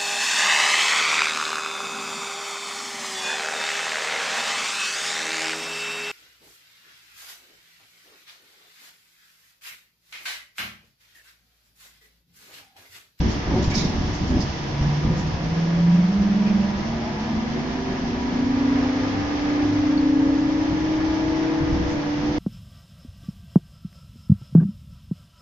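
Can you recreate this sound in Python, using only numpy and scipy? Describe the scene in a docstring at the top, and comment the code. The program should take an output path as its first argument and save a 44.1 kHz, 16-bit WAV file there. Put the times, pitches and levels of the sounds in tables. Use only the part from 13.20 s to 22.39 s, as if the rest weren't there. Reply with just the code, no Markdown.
"""Inside an electric bus that gathers speed.
In the first two seconds thuds, jolts, road bumps and valve puffs crowd together. From about 1.1 s the whine
of two gear meshes, sines at 9 and 10 times the shaft rate, comes up, beats and climbs; some overtones waver
in pitch from 3 to 5 s. A door seal hisses louder from 4.3 to 7.6 s and bumps return after 8.3 s.
Throughout, shaped noise makes body drumming and tyre and wind roar; blower and pump tones are sines."""
import sys
import numpy as np
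from scipy import signal
from scipy.fft import rfft, irfft, next_fast_len
from scipy.io import wavfile
from scipy.ndimage import uniform_filter1d, map_coordinates

SR = 44100
rng = np.random.default_rng(int(sys.argv[2]) if len(sys.argv) > 2 else 0)


def to_wav(s):
    """Save 16-bit WAV."""
    ch = np.atleast_2d(s).T  # columns
    pcm = np.round(np.clip(ch, -1, 1) * 32767)  # PCM
    wavfile.write(sys.argv[1], SR, pcm.astype(np.int16))


N = 405135

# drive shaft speed: (time [s], rate [turns/s])
SHAFT_RATE = [(0.0, 11.67), (0.8, 13.89), (1.5, 15.61), (2.1, 17.51), (2.7, 19.24), (3.3, 21.47),
              (3.9, 23.49), (4.5, 25.44), (4.8, 26.21), (5.1, 27.13), (5.7, 28.46), (6.0, 29.01),
              (6.3, 29.36), (7.5, 31.0), (8.4, 32.11), (9.19, 33.03)]
# torque on the gear teeth: (time [s], mesh level [dB])
LOAD = [(0, -24), (1.1, -20), (1.4, 0), (2.4, .5), (3.0, 1.5), (3.5, 1), (4.0, .5), (5.5, 0.6), (6.2, 0),
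        (9.19, 0.5)]
# resonances that carry each mesh to the seat:
# (centre [Hz], width [Hz], signed rms left, right at 0 dB load [thousandths of full scale])
MESH_9_PATH = [(140.0, 12.3, -118.3, -127.1), (140.5, 33.0, 111.2, 118.8), (157.3, 2.4, 16.0, 26.0),
               (160.1, 10.8, -38.3, -42.3), (174.6, 6.7, 140.1, 154.9), (181.1, 3.3, -50.1, -46.8),
               (184.2, 2.4, 26.4, 15.7), (189.2, 6.4, 46.8, 44.4), (194.3, 4.0, 31.6, 66.3),
               (204.1, 6.2, -22.5, -27.5), (215.0, 2.4, 11.5, 11.2), (219.5, 5.1, 28.3, 31.2),
               (223.5, 3.8, 8.4, 8.9), (227.5, 3.2, 22.6, 13.2), (237.8, 3.2, 6.5, 2.1),
               (246.6, 4.6, 20.7, 13.0), (253.5, 9.8, 58.1, 57.7), (261.2, 3.5, -22.8, -27.5),
               (269.0, 3.0, 3.9, -11.8), (271.8, 4.7, 54.5, 20.5), (273.9, 6.9, 31.1, 48.9),
               (280.6, 2.8, -19.8, -9.7), (289.0, 5.6, 0.7, 3.0), (292.4, 2.8, -19.8, -13.3),
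               (314.3, 29.3, 96.0, 115.8)]
MESH_10_PATH = [(161.1, 3.2, 1.7, 5.1), (167.6, 5.6, -26.1, -26.1), (181.6, 5.6, -20.9, -21.6),
                (194.0, 6.8, -38.8, -53.3), (200.1, 5.2, -13.9, -28.4), (203.6, 11.7, 88.1, 119.1),
                (217.5, 7.8, -59.5, -81.3), (224.9, 3.3, 25.6, 36.0), (232.4, 7.7, -34.4, -39.0),
                (237.9, 5.5, 21.7, 23.0), (243.8, 7.1, -30.6, -22.0), (254.2, 5.8, 9.6, -2.4),
                (257.6, 17.8, -28.2, -30.3), (275.1, 7.7, -39.9, -41.6), (279.4, 5.2, -40.9, -53.0),
                (294.6, 10.6, -50.8, -80.5), (303.6, 6.4, 25.1, 18.9), (309.6, 11.0, -8.9, -37.5),
                (316.9, 33.0, 88.8, 101.0), (318.0, 6.8, 16.1, -24.1), (325.7, 11.1, -72.0, -63.2)]
MESH_10_LEAD_CYCLES = .288   # places the beat on the shaft turn
MESH_FLUTTER_DB = .5
# overtones of the drive: [multiples of the shaft rate]
OVERTONE_ORDERS = (15, 18, 20, 27, 30, 31.5, 36)
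# resonances that carry each overtone, in that order: (centre [Hz], -6 dB width [Hz], top rms [dB], L-R [dB])
OVERTONE_PATHS = [
    [(286, 12, -39, -2), (387, 20, -36.5, -1.5), (403, 20, -41, -2), (426.5, 20, -40.5, -2.5),
     (455.7, 8.5, -40.5, -10), (483.3, 16, -38, -2.5), (495, 4.8, -33.5, 2)],
    [(288, 12, -40, -1.5), (515, 36, -40.5, -0.5), (500, 18, -50.5, -0.5), (550.5, 23, -40, -2.5),
     (586, 9.1, -43.5, -6.5)],
    [(313, 27, -45.5, 4), (385, 17, -53, -3.5), (410, 50, -47.5, -0.5), (490, 18, -49, -5),
     (597, 17, -48.5, -3.5), (634.5, 31, -40.5, 2)],
    [(600, 26, -42.5, -4), (635, 63, -44.5, 1.5), (695, 32, -42.5, -1.5), (722, 6.3, -35, -2.5),
     (783, 12, -40.5, 3.5), (852, 49, -43.5, 1)],
    [(508, 35, -43.5, 0), (565, 55, -42.5, 1.5), (640, 20, -43, -3), (694, 24, -41.5, 3),
     (726, 22, -45, 1.5), (825, 16, -46.5, -3.5), (917, 16, -47, -5.5)],
    [(520, 77, -54, -3.5)],
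    [(530, 21, -56, -1.5), (746, 30, -47, 0), (840, 54, -43, 2), (965, 17, -47, -1.5)],
]
OVERTONE_LAG_MS, OVERTONE_FLUTTER_DB_PER_ORDER = 0.14, 0.1141
# pitch waver of the first mesh's overtones under hard pull: (time [s], spread at order 27 [share of pitch])
OVERTONE_WAVER = [(0, .002), (3, .003), (3.4, .018), (4.6, .016), (5.2, .006), (5.9, .001), (9.19, .001)]

# single dull thuds through the floor: (time [s], starting amplitude [dB], pitch [Hz])
THUDS = [(0.261, -18, 111), (.352, -20, 330), (.395, -18, 220), (0.477, -8, 95), (.652, -15, 201),
         (.698, -13, 220), (.78, -20, 90), (.9, -23, 110), (1.045, -15, 170), (1.105, -23, 121),
         (1.204, -18, 170), (1.236, -15, 110), (1.611, -12, 80), (1.661, -13, 90), (7.515, -19, 120),
         (8.43, -19, 120), (8.528, -15.5, 140)]
THUD_CYCLES_PER_20_DB = 1.9

# road roughness between bumps: (time [s], drumming [dB])
ROAD = [(0, -33.5), (1.3, -34), (2.2, -32.5), (2.8, -46.5), (3.4, -33), (4, -38), (5, -33), (5.8, -36),
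        (6.5, -35.5), (7.2, -34), (8, -33.5), (8.8, -44.5), (9.19, -26.5)]
# drumming spectrum: (frequency [Hz], density [dB per Hz])
DRUMMING_SPECTRUM = [(8.8, -37), (15, -6.5), (40, 0.5), (60, 6.5), (167, -2), (222, -3.5), (261, -4.5),
                     (448, -17), (499, -37), (576, -14), (665, -22.5), (728, -28), (1100, -30.5),
                     (1430, -59), (2420, -120)]
# body panel resonances: (centre [Hz], width [Hz], boost [dB])
BODY_MODES = [(68.6, 7, 3), (101.8, 2, 6.5), (164, 12, 4.5), (192, 41, 4), (222.6, 13, 7), (293, 60, 4)]
# bumps in the road: (time [s], drumming [dB], hold [s], brightness [dB])
BUMPS = [(0, -20, 0.07, 0), (0.28, -23, 0.15, 5), (0.398, -26.5, 0.17, -6), (0.571, -26, 0.12, 6),
         (0.736, -25.5, 0.19, -2.5), (1.008, -26, 0.028, 2.5), (1.109, -22, 0.083, 4.5),
         (1.295, -32, 0.029, -7), (1.612, -27, 0.063, -9), (1.846, -24, 0.11, -3.5),
         (1.99, -30.5, 0.085, -11), (2.127, -29, 0.026, -10), (2.247, -31, 0.072, -2),
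         (2.558, -31.5, 0.049, -11), (2.73, -34, 0.034, -4), (2.97, -31, 0.051, -17),
         (4.13, -36, 0.035, 9.5), (4.68, -43, .03, -3), (5.13, -37.5, 0.038, 14.5), (5.607, -35, 0.033, 7),
         (7.498, -33.5, 0.076, -9), (8.39, -28, 0.044, -14), (8.5, -25.5, 0.11, 3.5), (8.66, -31, 0.1, 4),
         (8.95, -34.5, .05, -6)]
BUMP_RISE_S, BUMP_T60_S = 0.017, 0.4
ROAD_FLUTTER_DB, ROAD_BRIGHT_DB = 1.5, 1

# hard jolts that rattle the panels: (time [s], drive level [dB], length [s], brightness [dB per octave])
JOLTS = [(.3, -24, 0.11, 1.5), (.61, -34, 0.015, -21), (1.09, -25, .14, -4.5), (1.86, -36, 0.094, 2),
         (6.37, -40.5, 0.08, 2.5), (8.40, -37, 0.11, -12), (8.98, -36.5, 0.11, 0.5)]
# ringing panel modes: (pitch [Hz], relative level [dB], t60 [s])
RATTLE_MODES = [(172.4, -4.5, 0.16), (228.6, 3, 0.18), (318, -9, 0.37), (371, -4, 0.32), (445, 0, 0.085),
                (572, -5.5, 0.1), (746, -7, 0.11), (897, -8.5, 0.066)]

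# tyre and wind roar: (time [s], base level [dB], treble relative to base [dB])
ROAR = [(0, -36, -5.5), (.25, -35, -8.5), (.6, -35.5, -7), (1.15, -37.5, -5), (1.5, -36.5, -6.5),
        (2.8, -37, -9), (3.4, -36.5, -8.5), (4, -36.5, -9.5), (5.3, -36, -10.5), (5.65, -33.5, -11),
        (6.4, -34, -10), (6.9, -37, -10.5), (8, -34.5, -10.5), (9.19, -36, -9.5)]
# roar spectra, low part and treble: (frequency [Hz], density [dB per Hz])
ROAR_LOW_SPECTRUM = [(190, -25), (330, 1.5), (415, -5), (505, -5.5), (679, -3.5), (953, -9.5), (1020, -6.5),
                     (1160, -8.5), (1560, -12), (1680, -10.5), (4500, -26), (5850, -55), (9900, -120)]
ROAR_TREBLE_SPECTRUM = [(1470, -14.5), (2500, -9), (2620, -4), (3410, -3), (3890, -8.5), (5120, -4),
                        (5360, -3.5), (6360, -10), (7710, -32), (10000, -57.5), (17000, -120)]
# cabin resonances: (centre [Hz], width [Hz], boost [dB])
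CABIN_MODES = [(474.4, 16, 8), (795, 53, 2.5), (900, 130, 5.5), (1212, 11, 9.5), (1687, 19, 7),
               (2090, 950, 5)]
# steady drone under the floor: (frequency [Hz], density [dB per Hz])
DRONE_SPECTRUM = [(25, -4), (60, -4), (150, -3), (250, -4.5), (380, -12.5), (420, -23), (700, -41.5)]
DRONE_DB = -36

# blower and pump hum: (pitch [Hz], mean level [dB rms], pitch width [Hz], L-R [dB])
HUM = [(300, -43.5, 4.32, -1), (322.8, -46, .3, 5), (364.5, -44.5, 4.1, 4.5)]
# pitches of the three pump tones [Hz]
PUMP_HZ = (145.5, 739, 968)
# their mean strength: (time [s], first [dB rms], second [dB rms], third [dB rms])
PUMP_LEVELS = [(0, -38.5, -47, -48.5), (2, -37.5, -49, -46.5), (3.2, -40.5, -49.5, -47.5),
               (4.4, -39.5, -48, -48.5), (5, -47, -48, -42), (5.7, -51, -59, -47), (6.1, -47, -57.5, -54.5),
               (7.2, -42.5, -52, -48.5), (8, -39.5, -54.5, -47.5), (9.19, -39, -47, -53)]
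PUMP_PAN_DB, PUMP_WAVER_HZ, PUMP_FLUTTER_DB = (0, -1.2, 2), .7, 2.2
# low hum that comes and goes: (middle [s], half length [s], pitch [Hz], level [dB rms])
MOAN = [(4, 0.35, 101.5, -41), (5.742, 0.47, 99, -36), (6.552, 0.11, 100.9, -31.5),
        (7.195, 0.12, 99.6, -41)]

# air valve puffs:
# (time [s], level [dB], rise [s], hold [s], t60 [s], centre [Hz], width [Hz], L-R [dB])
PUFFS = [(0.088, -41, 0.016, .02, 0.19, 5130, 3500, -2),
         (0.422, -36.5, 0.0059, 0.011, 0.24, 4760, 5000, -2),
         (0.498, -37.5, 0.0042, .01, 0.18, 4400, 4470, -5),
         (0.499, -36.5, 0.019, 0.056, 0.54, 2240, 500, 1),
         (0.534, -30.5, 0.02, 0.034, 0.47, 5190, 1500, -8), (0.536, -38, 0.025, 0.027, 0.36, 6420, 695, 0),
         (0.548, -35, 0.021, 0.034, 0.51, 3850, 800, 0), (0.924, -43, 0.012, .02, .3, 5500, 3500, -1),
         (1.067, -46, 0.014, .02, .2, 5200, 3500, 2), (1.201, -36.5, 0.006, 0.022, 0.14, 5100, 1500, -5),
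         (1.963, -42, 0.016, 0.017, 0.22, 5660, 3000, -3), (3.254, -40.5, .006, .025, .15, 2380, 600, 5),
         (6.771, -39.5, .006, 0.008, 0.09, 4450, 300, -3), (8.343, -53, .004, 0.0036, 0.093, 5000, 3000, 0),
         (8.678, -46, 0.014, .03, 0.28, 5500, 2980, -2)]
PUFF_SPUTTER_DB = 1.5
# air past a door seal, heard from its side as the listener turns: (time [s], level [dB], left lag [ms])
DOOR_LEAK = [(0, -54, -.02), (3.8, -54, -.02), (4.3, -49, .4), (7.6, -49, .41), (8.2, -55, 0),
             (9.19, -56, -.15)]
LEAK_BAND_HZ = (1700, 4700)

TOP_NOISE_LEVEL = [(0, -78.5), (2.3, -82), (2.8, -87), (8.2, -88.5), (8.7, -82.5), (9.19, -87)]
# its spectrum: (frequency [Hz], density [dB per Hz])
TOP_NOISE_SPECTRUM = [(7000, -31.5), (8000, -3.5), (8700, -12), (9300, -7), (10300, -5.5), (12000, -8),
                      (14000, -11), (15000, -16.5), (16000, -44)]
TOP_NOISE_WANDER_DB, TOP_NOISE_UNDER_PUFFS_DB = 2.5, -41

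# stereo noise likeness: (frequency [Hz], left-right correlation [-1..1])
LIKENESS = [(60, 0.94), (120, 0.9), (240, 1), (470, 0.66), (930, 0.22), (1840, -0.062), (3660, 0.075),
            (7260, -0.00044)]
# stereo noise balance: (frequency [Hz], L-R [dB])
BALANCE = [(60, -0.5), (100, 3), (170, -2), (300, -1), (510, -1), (860, -2), (1470, 1), (2500, 1),
           (4260, -5), (7260, -5), (9000, 5.5)]
AIR_TOP_HZ, CUTOFF_HZ = 8400, 15140


def from_db(db):
    """Decibels to gain."""
    return 10 ** (np.asarray(db) / 20)


def in_time(rows):
    """Every column of a timed table, sample by sample."""
    times_s, *columns = np.transpose(rows)
    return [np.interp(np.arange(N) / SR, times_s, column) for column in columns]


def at_hz(points, hz):
    """A (frequency, value) table read on a log-frequency axis."""
    table_hz, values = np.transpose(points)
    return np.interp(np.log(hz), np.log(table_hz + 1e-9), values)


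def pan(db):
    """Left and right gains for a level difference."""
    return from_db(np.outer([.5, -.5], db))


def drift(rate_hz):
    """Slow chance of spread 1: noise through two equal poles, run at SR / 40."""
    pole = np.exp(-2 * np.pi * rate_hz * 40 / SR)
    noise = rng.standard_normal(N // 40 + 2002)
    slow = signal.lfilter([1], [1, -2 * pole, pole * pole], noise)[2000:]   # skip the settling
    return np.interp(np.arange(N) / 40, np.arange(len(slow)), slow / slow.std())


def field(spectrum, modes=()):
    """Stereo noise with a spectrum, raised at resonances, alike in the bass; mid rms 1."""
    size = next_fast_len(N)
    hz = np.maximum(np.arange(size // 2 + 1) * SR / size, 1)
    db = at_hz(spectrum, hz)
    for centre_hz, width_hz, boost_db in modes:
        db = db + boost_db / (1 + (2 * (hz - centre_hz) / width_hz) ** 2)
    mid, side = rfft(rng.standard_normal((2, size)))
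    alike = np.clip(at_hz(LIKENESS, hz), -.99, .99)
    both = np.sqrt(1 + alike) * mid + np.sqrt(1 - alike) * side * [[1], [-1]]
    both = both * pan(at_hz(BALANCE, hz)) * from_db(db)
    out = irfft(both, size)[:, :N]
    return out / out.mean(axis=0).std()


def tone(hz, db, pan_db=0, lag_ms=0):
    """A sine of given rms level that reaches the left port late by the lag."""
    phase = 2 * np.pi * (np.cumsum(hz) / SR + rng.random())
    late = 2 * np.pi * hz * lag_ms / 1000
    return np.sqrt(2) * from_db(db) * pan(pan_db) * np.sin([phase - late / 2, phase + late / 2])


def envelope(s, db, rise_s, hold_s, t60_s):
    """Quick rise, hold, fading tail."""
    out, at = np.zeros(N + SR), max(int(s * SR), 0)
    t = (at + np.arange(SR)) / SR - s
    fade_db = 60 * np.maximum(t - rise_s - hold_s, 0) / t60_s
    out[at:at + SR] = np.clip(t / rise_s, 0, 1) * from_db(db - fade_db)
    return out[:N]


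def drive():
    """Lines follow multiples of the shaft rate and glide together; orders 18, 27 and 36 also waver."""
    shaft = uniform_filter1d(in_time(SHAFT_RATE)[0], size=9000, mode="nearest")   # inertia rounds the corners
    out = mesh(9, MESH_9_PATH, shaft, 0) + mesh(10, MESH_10_PATH, shaft, MESH_10_LEAD_CYCLES)
    for order, path in zip(OVERTONE_ORDERS, OVERTONE_PATHS):
        hz = order * shaft
        db, pan_db = through(path, hz)
        of_first_mesh = order % 9 == 0
        wobble = 1 + of_first_mesh * in_time(OVERTONE_WAVER)[0] * order / 27 * drift(14.0)
        # shorter waves form a finer standing pattern, so strength and phase wander more
        flutter_db = OVERTONE_FLUTTER_DB_PER_ORDER * order * np.minimum(drift(9.4), 1.2)
        out += tone(hz * wobble, db + flutter_db, pan_db, OVERTONE_LAG_MS * drift(0.86))
    return out


def mesh(order, path, shaft, lead_cycles):
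    """A gear tone locked to the shaft; modes add with their signs, so it fades and turns over between them."""
    steps = np.arange(0, N, 100)
    centre_hz, width_hz, *ports = np.transpose(path)
    detuning = (order * shaft[steps] - centre_hz[:, None]) / width_hz[:, None]
    carried = np.array(ports) @ (1 / (1 + 2j * detuning)) / 1000   # thousandths to full scale
    carried = np.array([np.interp(np.arange(N), steps, port) for port in carried])
    angle = 2 * np.pi * (order * np.cumsum(shaft) / SR + lead_cycles)
    strength = from_db(in_time(LOAD)[0] + MESH_FLUTTER_DB * drift(8.0))
    return np.sqrt(2) * strength * (carried * np.exp(1j * angle)).real


def through(path, hz):
    """Level and side of a gliding tone; the powers of the resonances it passes add."""
    steps = np.arange(0, N, 100)
    power = 0
    for centre_hz, width_hz, db, pan_db in path:
        skirt = (1 + (2 * (hz[steps] - centre_hz) / width_hz) ** 2) ** 2
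        power = power + from_db(2 * db) * pan(2 * pan_db) / skirt
    left_db, right_db = (np.interp(np.arange(N), steps, 10 * np.log10(p)) for p in power)
    return (left_db + right_db) / 2, left_db - right_db


def thuds():
    """Each blow sets the floor ringing for a few cycles."""
    out, t = np.zeros(N + SR), np.arange(SR // 4) / SR
    for s, db, hz in THUDS:
        decay = from_db(db - 20 * t * hz / THUD_CYCLES_PER_20_DB)
        out[int(s * SR):][:len(t)] += decay * np.sin(2 * np.pi * hz * t)
    return out[:N]


def body():
    """Panels drum with the road; bright bumps also reach their upper modes."""
    drum = field(DRUMMING_SPECTRUM, BODY_MODES)
    upper = signal.sosfilt(signal.butter(2, 170, "high", fs=SR, output="sos"), drum)
    low = from_db(in_time(ROAD)[0] + ROAD_FLUTTER_DB * drift(9.1))
    high = low * from_db(ROAD_BRIGHT_DB + 1.5 * drift(6.1))
    for s, db, hold_s, bright_db in BUMPS:
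        shape = envelope(s - BUMP_RISE_S, db, BUMP_RISE_S, hold_s, BUMP_T60_S)
        low = np.hypot(low, shape)
        high = np.hypot(high, shape * from_db(bright_db))
    return from_db(0.83 * drift(25)) * (low * drum + (high - low) * upper)


def jolts():
    """A short run of uneven knocks swells, fades and rings the panel modes."""
    out = np.zeros(N)
    knocks = rng.standard_normal((len(JOLTS), len(RATTLE_MODES), 24))
    moments = rng.random((len(JOLTS), 24))   # share of the jolt's length
    for k, (hz, level_db, t60_s) in enumerate(RATTLE_MODES):
        clicks = np.full(N, 1e-18)
        octaves = np.log2(hz / RATTLE_MODES[0][0])
        for j, (s, db, length_s, tilt_db) in enumerate(JOLTS):
            at = ((s + length_s * moments[j]) * SR).astype(int)
            gain = from_db(db + level_db - 4.5 + tilt_db * octaves)
            clicks[at] += knocks[j, k] * np.sin(np.pi * moments[j]) ** 2 * gain
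        r, w = from_db(-60 / (t60_s * SR)), 2 * np.pi * hz / SR
        out += signal.lfilter([0, np.sin(w)], [1, -2 * r * np.cos(w), r * r], clicks)
    return out


def roar():
    """Tyres and airflow, coloured by the cabin, with a hissing top and a drone under the floor."""
    level_db, treble_db = in_time(ROAR)
    low = from_db(level_db + 0.67 + 0.5 * drift(11.0)) * field(ROAR_LOW_SPECTRUM, CABIN_MODES)
    top = from_db(level_db + treble_db + .8 * drift(12.0)) * field(ROAR_TREBLE_SPECTRUM)
    drone = from_db(DRONE_DB + 0.28 * drift(4.1)) * field(DRONE_SPECTRUM, BODY_MODES)
    return low + top + drone


def hum():
    """Steady machine tones, wavering a little in pitch and strength, and a low hum in swells."""
    out = np.zeros((2, N))
    for hz, db, width_hz, pan_db in HUM:
        out += tone(hz + width_hz * drift(3.33) / 2, db + 3.4 * drift(3.6), pan_db, 0.4 * drift(0.96))
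    for hz, db, pan_db in zip(PUMP_HZ, in_time(PUMP_LEVELS), PUMP_PAN_DB):
        pitch_hz = hz + PUMP_WAVER_HZ * drift(1.41)
        out += tone(pitch_hz, db + PUMP_FLUTTER_DB * drift(4.3), pan_db, 0.15 * drift(0.31))
    t = np.arange(N) / SR
    middle_s, _, moan_hz, _ = np.transpose(MOAN)
    swell = sum(from_db(db) * np.exp(-((t - s) / half_s) ** 2) for s, half_s, _, db in MOAN)
    return out + swell * tone(np.interp(t, middle_s, moan_hz), 0, 2)


def valves():
    """Short jets of air: noise in one broad resonance, quick rise, fading tail."""
    out, t = np.zeros((2, N)), np.arange(SR) / SR
    jets = rng.standard_normal((len(PUFFS), 2, SR))
    for jet, (s, db, rise_s, hold_s, t60_s, hz, width_hz, pan_db) in zip(jets, PUFFS):
        nozzle = signal.iirpeak(hz, hz / width_hz, SR)
        jet = signal.lfilter(*nozzle, signal.lfilter(*nozzle, jet))
        fade_db = 60 * np.maximum(t - rise_s - hold_s, 0) / t60_s
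        shape = np.minimum(t / rise_s, 1) * from_db(db - fade_db)
        shape = shape * from_db(PUFF_SPUTTER_DB * drift(45.0)[:SR])   # the jet sputters
        at = int(s * SR)
        out[:, at:at + SR] += (jet / jet.std() * shape * pan(pan_db))[:, :N - at]
    return out


def door_leak():
    """One hiss from one direction: the same sound at both ports, shifted in time."""
    db, lag_ms = in_time(DOOR_LEAK)
    band = signal.butter(2, LEAK_BAND_HZ, "band", fs=SR, output="sos")
    hiss = signal.sosfilt(band, rng.standard_normal(N))
    late = np.arange(N) - lag_ms * SR / 1000
    left = map_coordinates(hiss, [late], order=3, mode="nearest")
    return from_db(db) * np.array([left, hiss]) / hiss.std()


def top_noise():
    puffing = sum(envelope(*row[:5]) for row in PUFFS) * from_db(TOP_NOISE_UNDER_PUFFS_DB)
    wandering = from_db(in_time(TOP_NOISE_LEVEL)[0] + TOP_NOISE_WANDER_DB * drift(5.8))
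    return (puffing + wandering) * field(TOP_NOISE_SPECTRUM)


def scene():
    """Everything heard from a rear seat."""
    air = roar() + jolts() + valves() + door_leak()
    air = signal.sosfilt(signal.cheby2(10, 50, AIR_TOP_HZ, fs=SR, output="sos"), air)
    return drive() + body() + thuds() + hum() + air + top_noise()


def record(dry):
    """A few milliseconds of fade at both ends; the top is cut steeply."""
    from_start = np.arange(N)
    dry = dry * np.minimum(np.minimum(from_start, from_start[::-1]) / (.004 * SR), 1)
    return signal.sosfilt(signal.cheby2(12, 60, CUTOFF_HZ, fs=SR, output="sos"), dry)


dry = scene()
out = record(dry)
to_wav(out)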